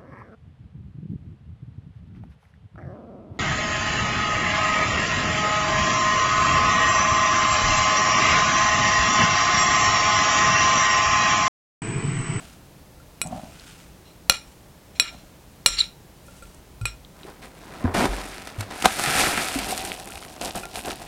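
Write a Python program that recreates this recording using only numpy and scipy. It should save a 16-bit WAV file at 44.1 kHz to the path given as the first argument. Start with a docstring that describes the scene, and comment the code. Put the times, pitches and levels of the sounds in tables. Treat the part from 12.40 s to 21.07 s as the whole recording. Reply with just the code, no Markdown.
"""A faint kitchen hum and a soft shuffle of a glass bowl on its towel, then metal tongs toss sliced onion in it.
Everything is close to one microphone, with a little of the room behind; the tongs clink and scrape on the glass.
Then a cardboard box of cling film is handled and film is peeled off the roll, crinkling over the bowl.
Blows and bumps set decaying sines ringing; onion, film and scraping are random clicks, filtered and swelling;
the hum is coloured noise and the room a set of feedback delays."""
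import sys
import numpy as np
from scipy import signal
from scipy.fft import rfft, irfft
from scipy.io import wavfile

SR = 44100
rng = np.random.default_rng(int(sys.argv[2]) if len(sys.argv) > 2 else 0)


def to_wav(s):
    """Save 16-bit WAV."""
    ch = np.atleast_2d(s).T  # columns
    pcm = np.round(np.clip(ch, -1, 1) * 32767)  # PCM
    wavfile.write(sys.argv[1], SR, pcm.astype(np.int16))


def ratio_of_db(decibels):
    """Turn decibels (scalar or array-like) into linear amplitude factors; 0 dB maps to 1."""
    return 10 ** (np.asarray(decibels, float) / 20)


N = 382347


def rms_one(x):
    """Scaled to rms 1."""
    return x / np.sqrt(np.mean(x ** 2) + 1e-20)


def in_time(rows, outside=-120):
    """Columns as curves per sample; held at the outside value beyond the table."""
    s, *columns = np.transpose(rows)
    return [np.interp(np.arange(N) / SR, s, c, outside, outside) for c in columns]


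def strokes(rows, rise_db_per_s, fall_db_per_s):
    """Each row swells to its level, holds and fades; powers add, other columns are averaged over the rows
    weighted by their power."""
    s, held, db, *columns = np.transpose(rows)[:, :, None]
    t = np.arange(0, N + 32, 32) / SR
    rise_db = rise_db_per_s * np.maximum(s - t, 0)
    fall_db = fall_db_per_s * np.maximum(t - s - held, 0)
    power = ratio_of_db(2 * np.maximum(db - rise_db - fall_db, -150))
    total = power.sum(0)
    curves = [10 * np.log10(total)] + [(c * power).sum(0) / total for c in columns]
    return [np.interp(np.arange(N) / SR, t, c) for c in curves]


def coloured(x, spectrum):
    """Minimum-phase filter of a spectrum in (Hz, dB), so clicks stay sharp and causal."""
    hz, db = np.transpose(spectrum)
    grid = np.arange(2049) * SR / 4096 + 1
    cepstrum = irfft(np.log(ratio_of_db(np.interp(np.log(grid), np.log(hz), db))))
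    # folding the cepstrum makes the phase minimal
    cepstrum[1:2048] *= 2
    cepstrum[2049:] = 0
    return signal.fftconvolve(x, irfft(np.exp(rfft(cepstrum))))[:N]


def band(x, low_hz, high_hz):
    """Band-pass with gentle slopes."""
    return signal.sosfilt(signal.butter(2, [low_hz, min(high_hz, 20000)], "band", fs=SR, output="sos"), x)


def tilted(x, bright, cross_hz=5500):
    """Treble above the crossover is multiplied by the gain bright."""
    high = signal.sosfilt(signal.butter(2, cross_hz, "high", fs=SR, output="sos"), x)
    low = signal.sosfilt(signal.butter(2, cross_hz, fs=SR, output="sos"), x)
    return low - bright * high   # the minus avoids a notch at the crossover


def ring(clicks, hz, t60):
    """A damped mode: a unit click sets a sine of height 1 ringing, 60 dB down after t60 seconds."""
    r, w = ratio_of_db(-60 / (t60 * SR)), 2 * np.pi * hz / SR
    return signal.lfilter([0, np.sin(w)], [1, -2 * r * np.cos(w), r * r], clicks + 1e-18)


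def hollow(x, peaks):
    """Broad resonances in parallel, with alternating signs."""
    return sum((-1) ** k * ratio_of_db(db) * np.sqrt(width) * ring(x, hz, 1.25 / width)
               for k, (hz, width, db) in enumerate(peaks))


def drift(rate):
    """Slow random curve of rms 1; rate in Hz."""
    r = np.exp(-2 * np.pi * rate / SR)
    return rms_one(signal.lfilter([1], [1, -2 * r, r * r], rng.standard_normal(N + SR))[SR:])


def grains(per_s, spread_db):
    """Random clicks of uneven size and sign; the fewer, the larger; rms 1."""
    sizes = ratio_of_db(spread_db * np.minimum(rng.exponential(1, N), 5)) * rng.choice([-1, 1], N)
    struck = rng.random(N) < per_s / SR
    return rms_one(sizes * struck / np.sqrt(np.minimum(per_s, SR)))


def burst(s, length_s):
    """Sample index and a short noise dying away exponentially."""
    t = np.arange(1024) / SR
    return round(s * SR), rng.standard_normal(1024) * np.exp(-t / length_s)


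def add(out, at, piece):
    """Mixes a piece into out from sample at on."""
    out[at:at + len(piece)] += piece[:N - at]


# spectrum shape of the hum in the quiet kitchen: (frequency [Hz], level [dB])
HUM_SPECTRUM = [(15, -34.5), (25, -7), (64, 1), (92, -6.5), (180, -4), (223, -11), (277, -9.5), (427, -14),
                (641, -14.5), (695, -17.5), (818, -16.5), (1290, -23), (2050, -25.5), (16000, -33)]


def kitchen_hum():
    """The steady floor of the place: noise coloured by the hum's spectrum."""
    hum_rms_db = -48.5
    return ratio_of_db(hum_rms_db) * rms_one(coloured(rng.standard_normal(N), HUM_SPECTRUM))


def kitchen_room(x):
    """Room behind the close sound: eight feedback delays, duller on every round, stepped block by block."""
    t60_s, wall_cut_hz = 0.22, 12000
    out, dull = np.zeros(N), np.exp(-2 * np.pi * wall_cut_hz / SR)
    lags = (rng.uniform(.008, .03, 8) * SR).astype(int)
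    for k, lag in enumerate(lags):
        loop, gain, state = x.copy(), ratio_of_db(-60 * lag / SR / t60_s), [0.]
        for i in range(lag, N, lag):
            back, state = signal.lfilter([gain * (1 - dull)], [1, -dull], loop[i - lag:i], zi=state)
            loop[i:i + lag] += back[:N - i]
        out += (loop - x) * (-1) ** k
    return out


# bumps of worktop and hollow box: (time [s], level [dB], pitch [Hz])
THUD_TIMES = [(.853, -26.5, 166), (3.29, -33.5, 46), (4.02, -40.5, 42.7), (4.411, -21, 110),
              (4.42, -28, 51.4), (4.849, -31.5, 374), (5.442, -11.5, 247), (5.444, -14, 87),
              (5.575, -17, 189), (5.62, -15.5, 257), (5.68, -20.5, 45.3), (6.18, -21, 102),
              (6.457, -3.5, 750), (6.67, -22.5, 145), (7.157, -16, 270), (7.158, -30.5, 49),
              (7.325, -16, 750), (7.75, -38, 83.5)]


def thuds():
    """Each bump sets one mode of worktop or hollow box ringing, softly struck."""
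    ring_cycles, swell_cycles = 22, 0.47   # until 60 dB down; time constant of the onset
    out, push = np.zeros(N), np.arange(SR) == 0
    for s, db, hz in THUD_TIMES:
        swell = 1 - np.exp(-np.arange(SR) / SR * hz / swell_cycles)
        mode = band(ring(push, hz, ring_cycles / hz), hz / 3, hz * 3)
        add(out, round(s * SR), ratio_of_db(db) * swell * mode)
    return out


# bowl knocking on the towel, broad resonances: (frequency [Hz], width [Hz], level [dB])
ROCKING_PEAKS = [(194.5, 77, 4.7), (254, 65, 2.5), (590, 75.4, -3.5), (734, 120, 0)]
# bowl shuffling on the towel: (start [s], held [s], level [dB])
SHUFFLE_STROKES = [(0, .02, -48), (.853, 0.018, -36.5), (.91, 0.067, -36.5), (1.03, 0.025, -44),
                   (2.73, 0.017, -47.5)]


def bowl_on_towel():
    """The bowl rocks on the towel: clicks through broad low resonances."""
    level_db = strokes(SHUFFLE_STROKES, rise_db_per_s=800, fall_db_per_s=200)[0]
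    return ratio_of_db(level_db) * rms_one(hollow(grains(600, 3.0), ROCKING_PEAKS))


# spectrum shape of the wet onion: (frequency [Hz], level [dB per Hz])
ONION_SPECTRUM = [(590, -44.5), (1000, -13), (1350, 2.5), (1850, -5.5), (2650, -1), (4470, -7.5),
                  (9170, -7), (16000, -25)]
# wet onion stirred, the first row at rest: (start [s], held [s], level [dB], brightness [dB])
STIR_STROKES = [(0, 4.7, -75.5, -27.5), (0, 0.023, -50, -2.5), (.97, .4, -52, -3.5),
                (2.08, 0.025, -65.5, 8.5), (2.72, 0.035, -57, -2.5), (3.08, .12, -70.5, 12),
                (3.9, .2, -63, 9.5)]
# short ticks of wet slices; the last is a tick as the box is picked up: (time [s], level [dB], centre [Hz])
SHORT_TICKS = [(0.863, -30, 7900), (0.8712, -22.5, 7970), (1.1967, -29, 4400), (3.8651, -41, 10300),
               (4.0544, -35, 2700), (4.146, -36, 8850), (4.6483, -31.5, 3740), (4.8322, -22.5, 3500)]


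def onion():
    """Wet slices tick and hiss: unsteady clicks, and short noises in narrow bands, the last from the box."""
    wet = rms_one(coloured(grains(2700, 2.3) * ratio_of_db(1.6 * drift(28)), ONION_SPECTRUM))
    wet_db, bright_db = strokes(STIR_STROKES, rise_db_per_s=65, fall_db_per_s=73)
    out = ratio_of_db(wet_db) * tilted(wet, ratio_of_db(bright_db))
    for s, db, hz in SHORT_TICKS:
        at, tick = burst(s, 0.0021)
        add(out, at, ratio_of_db(db) * band(tick, hz / 1.3, hz * 1.14))
    return out


# spectrum shape of the film: (frequency [Hz], level [dB per Hz])
FILM_SPECTRUM = [(290, -39.5), (500, -21.5), (740, 0.5), (1080, -13.5), (1280, 1), (1460, -3), (2430, -4),
                 (3020, -9), (3700, -10), (6420, -17), (9090, -15.5), (14900, -28.5), (16000, -44.5)]
# hollow box and roll, broad resonances: (frequency [Hz], width [Hz], level [dB])
BOX_PEAKS = [(60.3, 27, -6.5), (110, 44, -4.5), (210, 64, -1.3), (375, 84, 2.5), (499, 139, 2),
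             (734, 115, 0), (1001, 66, -3.5), (1545, 280, -7)]
# the open bowl under the film, broad resonances: (frequency [Hz], width [Hz], level [dB])
BOWL_PEAKS = [(750, 130, -40), (2500, 250, -55), (5900, 150, -63)]
# slow handling, rising and falling: fumbling, box lifted, film drawn off the roll, then slack:
# (time [s], film level [dB], box against film [dB])
HANDLING_CURVE = [(4.74, -75, 7), (4.77, -54.5, 3.5), (5.1, -59.5, 2.5), (5.38, -47.5, 8),
                  (5.53, -52.5, 17.5), (5.73, -36.5, 1.5), (6.06, -45.5, -1.5), (6.29, -51, 7),
                  (6.42, -34.5, -6.5), (6.56, -32.5, -7), (6.8, -22, -5.5), (7.12, -33.5, -2.5),
                  (7.5, -41, 2.5), (7.56, -47.5, 3), (8.0, -52.5, 4.5), (8.67, -50, 4)]
# separate rustles of box and film on top: (start [s], held [s], film level [dB], box against film [dB])
RUSTLE_STROKES = [(4.86, 0.051, -51, 7), (5.02, 0.036, -46.5, 1), (5.443, 0.042, -48, 19),
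                  (5.545, 0.11, -28, 6.5), (6.19, 0.033, -40, -1), (6.307, 0.058, -40, 4),
                  (6.445, 0.011, -24, 2.5), (7.285, 0.038, -32.5, -1), (8.013, 0.068, -38, 5.5),
                  (8.152, 0.025, -37, 7), (8.232, .03, -50, 5), (8.342, .05, -41.5, 3),
                  (8.447, 0.069, -40.5, 5), (8.602, .02, -46, 5.5)]


def film_cracks(film_db, over_bowl):
    """Film cracks in clumps, densely when pulled hard and one by one when slack."""
    per_s = 2500 * ratio_of_db(.75 * (np.maximum(film_db, -60) + 22))
    # each pitch range cracks and drifts on its own
    edges_hz = [400, 1500, 3200, 6500, 18000]
    clumps = sum(ratio_of_db(1.3 * drift(10)) * band(grains(per_s, 0.69), low, high)
                 for low, high in zip(edges_hz, edges_hz[1:]))
    large = .6 * grains(per_s / 4, 3.5)
    hiss = (.3 - .15 * over_bowl) * rng.standard_normal(N)
    # lone small creases over the bowl, shared among seven pitch ranges
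    ticks_per_s, tick_db = 120, -2
    ticks = sum(rms_one(band(grains(ticks_per_s / 7, 3.0), hz / 1.5, hz * 1.5))
                for hz in np.geomspace(2200, 15000, 7))
    return rms_one(clumps) + large + hiss + ratio_of_db(tick_db) * over_bowl * rms_one(ticks)


def wrapping():
    """Crackling film and its hollow box; stretched over the bowl the film turns brighter and resonates."""
    handling_db, handling_box_db = in_time(HANDLING_CURVE)
    rustle_db, rustle_box_db = strokes(RUSTLE_STROKES, rise_db_per_s=2500, fall_db_per_s=344)
    film_db = np.maximum(handling_db, rustle_db)
    box_db = np.where(handling_db > rustle_db, handling_box_db, rustle_box_db)
    film_over_bowl_s = 6.993
    over_bowl = np.clip(np.arange(N) / SR - film_over_bowl_s, 0, .5) * 2   # 0 to 1 in half a second

    film = rms_one(coloured(film_cracks(film_db, over_bowl), FILM_SPECTRUM))
    # treble gain, dB lost per dB of box, dB gained over the bowl
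    bright_db, dulling, taut_bright_db = -1, 0.42, 7
    film = tilted(film, ratio_of_db(bright_db - dulling * np.maximum(box_db, -20) + taut_bright_db * over_bowl))
    # the stretched film also gains air at the very top
    taut_top_db, taut_top_hz = 5, 11300
    film = ratio_of_db(film_db) * tilted(film, ratio_of_db(taut_top_db * over_bowl), cross_hz=taut_top_hz)

    box = rms_one(hollow(grains(1500, 3.5) * ratio_of_db(1.1 * drift(11.6)), BOX_PEAKS))
    return film + hollow(film * over_bowl, BOWL_PEAKS) + ratio_of_db(film_db + box_db) * box


# loud snaps of film and box flap: (time [s], level [dB], brightness [dB])
LOUD_SNAPS = [(5.545, -23, 3), (6.0725, -16.5, 2), (6.2081, -17.5, 12), (6.3094, -18, -1),
              (6.4234, -9.5, 6), (6.4562, 7, 1.5), (6.5948, -9.5, 0), (6.6381, -8, 9), (6.9757, -6.5, 1),
              (7.189, -9.5, 5), (7.377, -24, 23), (7.419, -30, 15.5), (7.4495, -15.5, 10.5),
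              (7.5982, -28.5, 17), (7.6741, -28, 14), (7.7728, -26, 10), (7.826, -24.5, -2),
              (7.8494, -26.5, 10), (7.963, -25, -2), (8.0128, -18, -8), (8.163, -20, 2), (8.356, -17.5, 3),
              (8.3803, -22, 8), (8.4523, -33, 5), (8.506, -16.5, 2)]


def snaps():
    """Single loud snaps: short cracks in the film's colour; the duller, the more they knock the box."""
    out, knocks = np.zeros(N), np.zeros(N)
    for s, db, bright_db in LOUD_SNAPS:
        at, crack = burst(s, 0.0028)
        add(out, at, ratio_of_db(db) * tilted(crack, ratio_of_db(bright_db)))
        knocks[at] = ratio_of_db(db - 0.35 * bright_db)
    return coloured(out, FILM_SPECTRUM) + ratio_of_db(-32.5) * hollow(knocks, BOX_PEAKS[2:])


# glass rim modes come in close pairs: (lower [Hz], upper [Hz])
RIM_PAIRS = [(549, 562), (1375, 1389), (2410, 2485), (3875, 3955), (5490, 5580), (7380, 7440), (9598, 9630),
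             (11950, 12010)]
# each rim pair when struck: (level [dB], free decay t60 [s])
RIM_DECAYS = [(-14.5, 0.2), (-15.5, 0.21), (-10.5, 0.1), (-14, 0.094), (-11, 0.12), (-6, 0.075),
              (-8.5, 0.12), (-19, .05)]


def rim(drive):
    """Both modes of every rim pair ring alike."""
    return sum(ratio_of_db(d) * (ring(drive, lower, t60) + ring(drive, upper, t60))
               for (lower, upper), (d, t60) in zip(RIM_PAIRS, RIM_DECAYS))


# glass wall modes, quickly damped by the food: (frequency [Hz], level [dB], free decay t60 [s])
WALL_MODES = [(193, -3.5, 0.019), (1910, -47, 0.046), (2878, -7.5, 0.031), (3350, -18.5, 0.079),
              (3433, -21.5, 0.055), (3700, -23, 0.12), (4148, 2.5, 0.014), (4120, -31, .04),
              (5682, -7.5, 0.047), (6970, -26, 0.027), (13500, -31.5, .02)]
# tongs dragged on the glass:
# (start [s], held [s], level [dB], fade [dB per s], wall level [dB], brightness [dB])
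SCRAPE_STROKES = [(1.03, .09, -56, 300, -9, -3), (1.655, .03, -57.5, 200, 2.5, 2.5),
                  (1.905, .04, -24, 220, -9, -4), (2.556, 0.013, -39.5, 400, -5.5, -1),
                  (2.61, .075, -24.5, 700, -5, -14), (2.72, 0.068, -54, 400, 1, 2),
                  (3.272, 0.058, -31, 200, -6, 10.5), (3.36, 0.061, -32, 700, 0.5, -8),
                  (3.385, 0.009, -28, 302, 1.5, 8), (4.462, 0.018, -29, 298, -7.5, -5.5)]
# a tong tip squeals up the wall: (time [s], level [dB], pitch [Hz])
SQUEAL_PATH = [(3.37, -32, 4160), (3.386, -29, 4210), (3.39, -14, 4340), (3.395, -19.5, 4360),
               (3.405, -16.5, 4066), (3.413, -16, 3850), (3.42, -35, 3740), (3.45, -40, 3750)]


def scrapes():
    """Stick and slip: dense small clicks drive the glass; the squeal is a tone of wavering pitch and level."""
    rows = np.delete(SCRAPE_STROKES, 3, axis=1)
    fade_db_per_s = np.array(SCRAPE_STROKES)[:, 3:4]
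    db, wall_db, bright_db = strokes(rows, 4000, fade_db_per_s)
    slips = band(band(grains(8300, 2.9), 1200, 8300), 1118, 10500) * ratio_of_db(1.5 * drift(40))
    drag = ratio_of_db(db) * tilted(slips, ratio_of_db(bright_db), cross_hz=3300)
    on_wall = ratio_of_db(wall_db) * drag
    wall = sum(ratio_of_db(d) * ring(on_wall, hz, t60) for hz, d, t60 in WALL_MODES[1:-1])

    squeal_db, hz = in_time(SQUEAL_PATH)
    waver = 1 + .6 * drift(300)
    phase = 2 * np.pi * np.cumsum(hz + 150 * drift(192)) / SR
    squeal = ratio_of_db(squeal_db) * waver * np.sin(phase)
    return ratio_of_db(-34.5) * rim(drag) + ratio_of_db(-27.0) * wall + ratio_of_db(-6.0) * on_wall + squeal


# steel tongs ringing: (frequency [Hz], level [dB], free decay t60 [s])
TONG_MODES = [(8100, -9.5, 0.14), (7850, -11.5, 0.118), (8810, -14, 0.09), (10300, -12, 0.077),
              (10830, -17.5, 0.0683), (11900, -16.5, .04)]
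# tongs on glass: (time [s], level [dB], share of the upper mode of a pair [0-1],
# best-driven frequency [Hz], fall from it [dB per octave], tongs level [dB])
CLINK_BLOWS = [(.6, -34, .6, 1300, 20, -30), (0.8157, -11, 0.8, 2580, 10, -1),
               (1.897, -1, 0.8, 2500, 4, -26), (2.5982, 5, 1, 3600, 12.5, -21),
               (3.261, -1, 0, 3300, 5.5, -4), (3.397, -11.5, 1, 7100, 36, -45),
               (3.883, -22, .6, 990, 19, -36), (3.95, -38, .5, 1200, 20, -30),
               (4.024, -16.5, 0.1, 955, 17, -24), (4.413, -21.5, 1, 1455, 11.5, -17),
               (4.455, -4, 1, 2250, 14, -14), (7.7, -25, .6, 1300, 20, -39), (8.233, -10, 1, 1680, 22, -39)]


def clinks():
    """Blows ring glass and steel; their place shares each rim pair and drives one pitch range best."""
    press_s, free_share, soft_free_share = 0.013, 0.05, .02   # softer touches let go sooner: share per dB of fall
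    wall_gain_db, wall_loss = 10, 1.51   # softer blows drive the wall less: dB lost per dB of fall
    contact_hz = 11900
    out, click = np.zeros(N), np.arange(SR // 2) == 0
    fading = np.exp(-np.arange(SR // 2) / (press_s * SR))
    for s, db, upper, best_hz, fall_db, tongs_db in CLINK_BLOWS:
        upper, wall_db = np.clip(upper, 0, 1), wall_gain_db - wall_loss * fall_db
        free = np.clip(free_share + soft_free_share * fall_db, 0, 1)
        pressed = free + (1 - free) * fading   # the tong stays on the glass and damps it
        glass = [(hz, d + wall_db, 1, t60) for hz, d, t60 in WALL_MODES]
        for pair, (d, t60) in zip(RIM_PAIRS, RIM_DECAYS):
            glass += [(hz, d, share, t60) for hz, share in zip(pair, (1 - upper, upper))]
        blow = sum(ratio_of_db(d - fall_db * abs(np.log2(hz / best_hz))) * np.sqrt(share) * ring(click, hz, t60)
                   for hz, d, share, t60 in glass)
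        blow += sum(ratio_of_db(d + tongs_db) * ring(click, hz, t60) for hz, d, t60 in TONG_MODES)
        at, crack = burst(s, 0.0023)
        crack_db = -2.5 + wall_db - 0.45 * fall_db
        blow[:len(crack)] += ratio_of_db(crack_db) * band(crack, best_hz / 3.5, best_hz * 5.1)
        add(out, at, ratio_of_db(db) * pressed * blow)
    return band(out, 28, contact_hz)   # the contact lasts a moment, which dulls the top


def scene():
    """Everything close to one microphone, with a little room and a steady floor."""
    room_db = -20.5
    near = thuds() + bowl_on_towel() + onion() + wrapping() + snaps() + scrapes() + clinks()
    return (near + ratio_of_db(room_db) * kitchen_room(near) + kitchen_hum())[None]


def roll_off(x):
    """The treble ends steeply here."""
    return signal.sosfilt(signal.butter(12, 16240, fs=SR, output="sos"), x)


def record(dry):
    """The loudest blows clip at full scale."""
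    mix = np.clip(dry, -1, 1)
    return roll_off(mix)


dry = scene()
out = record(dry)
to_wav(out)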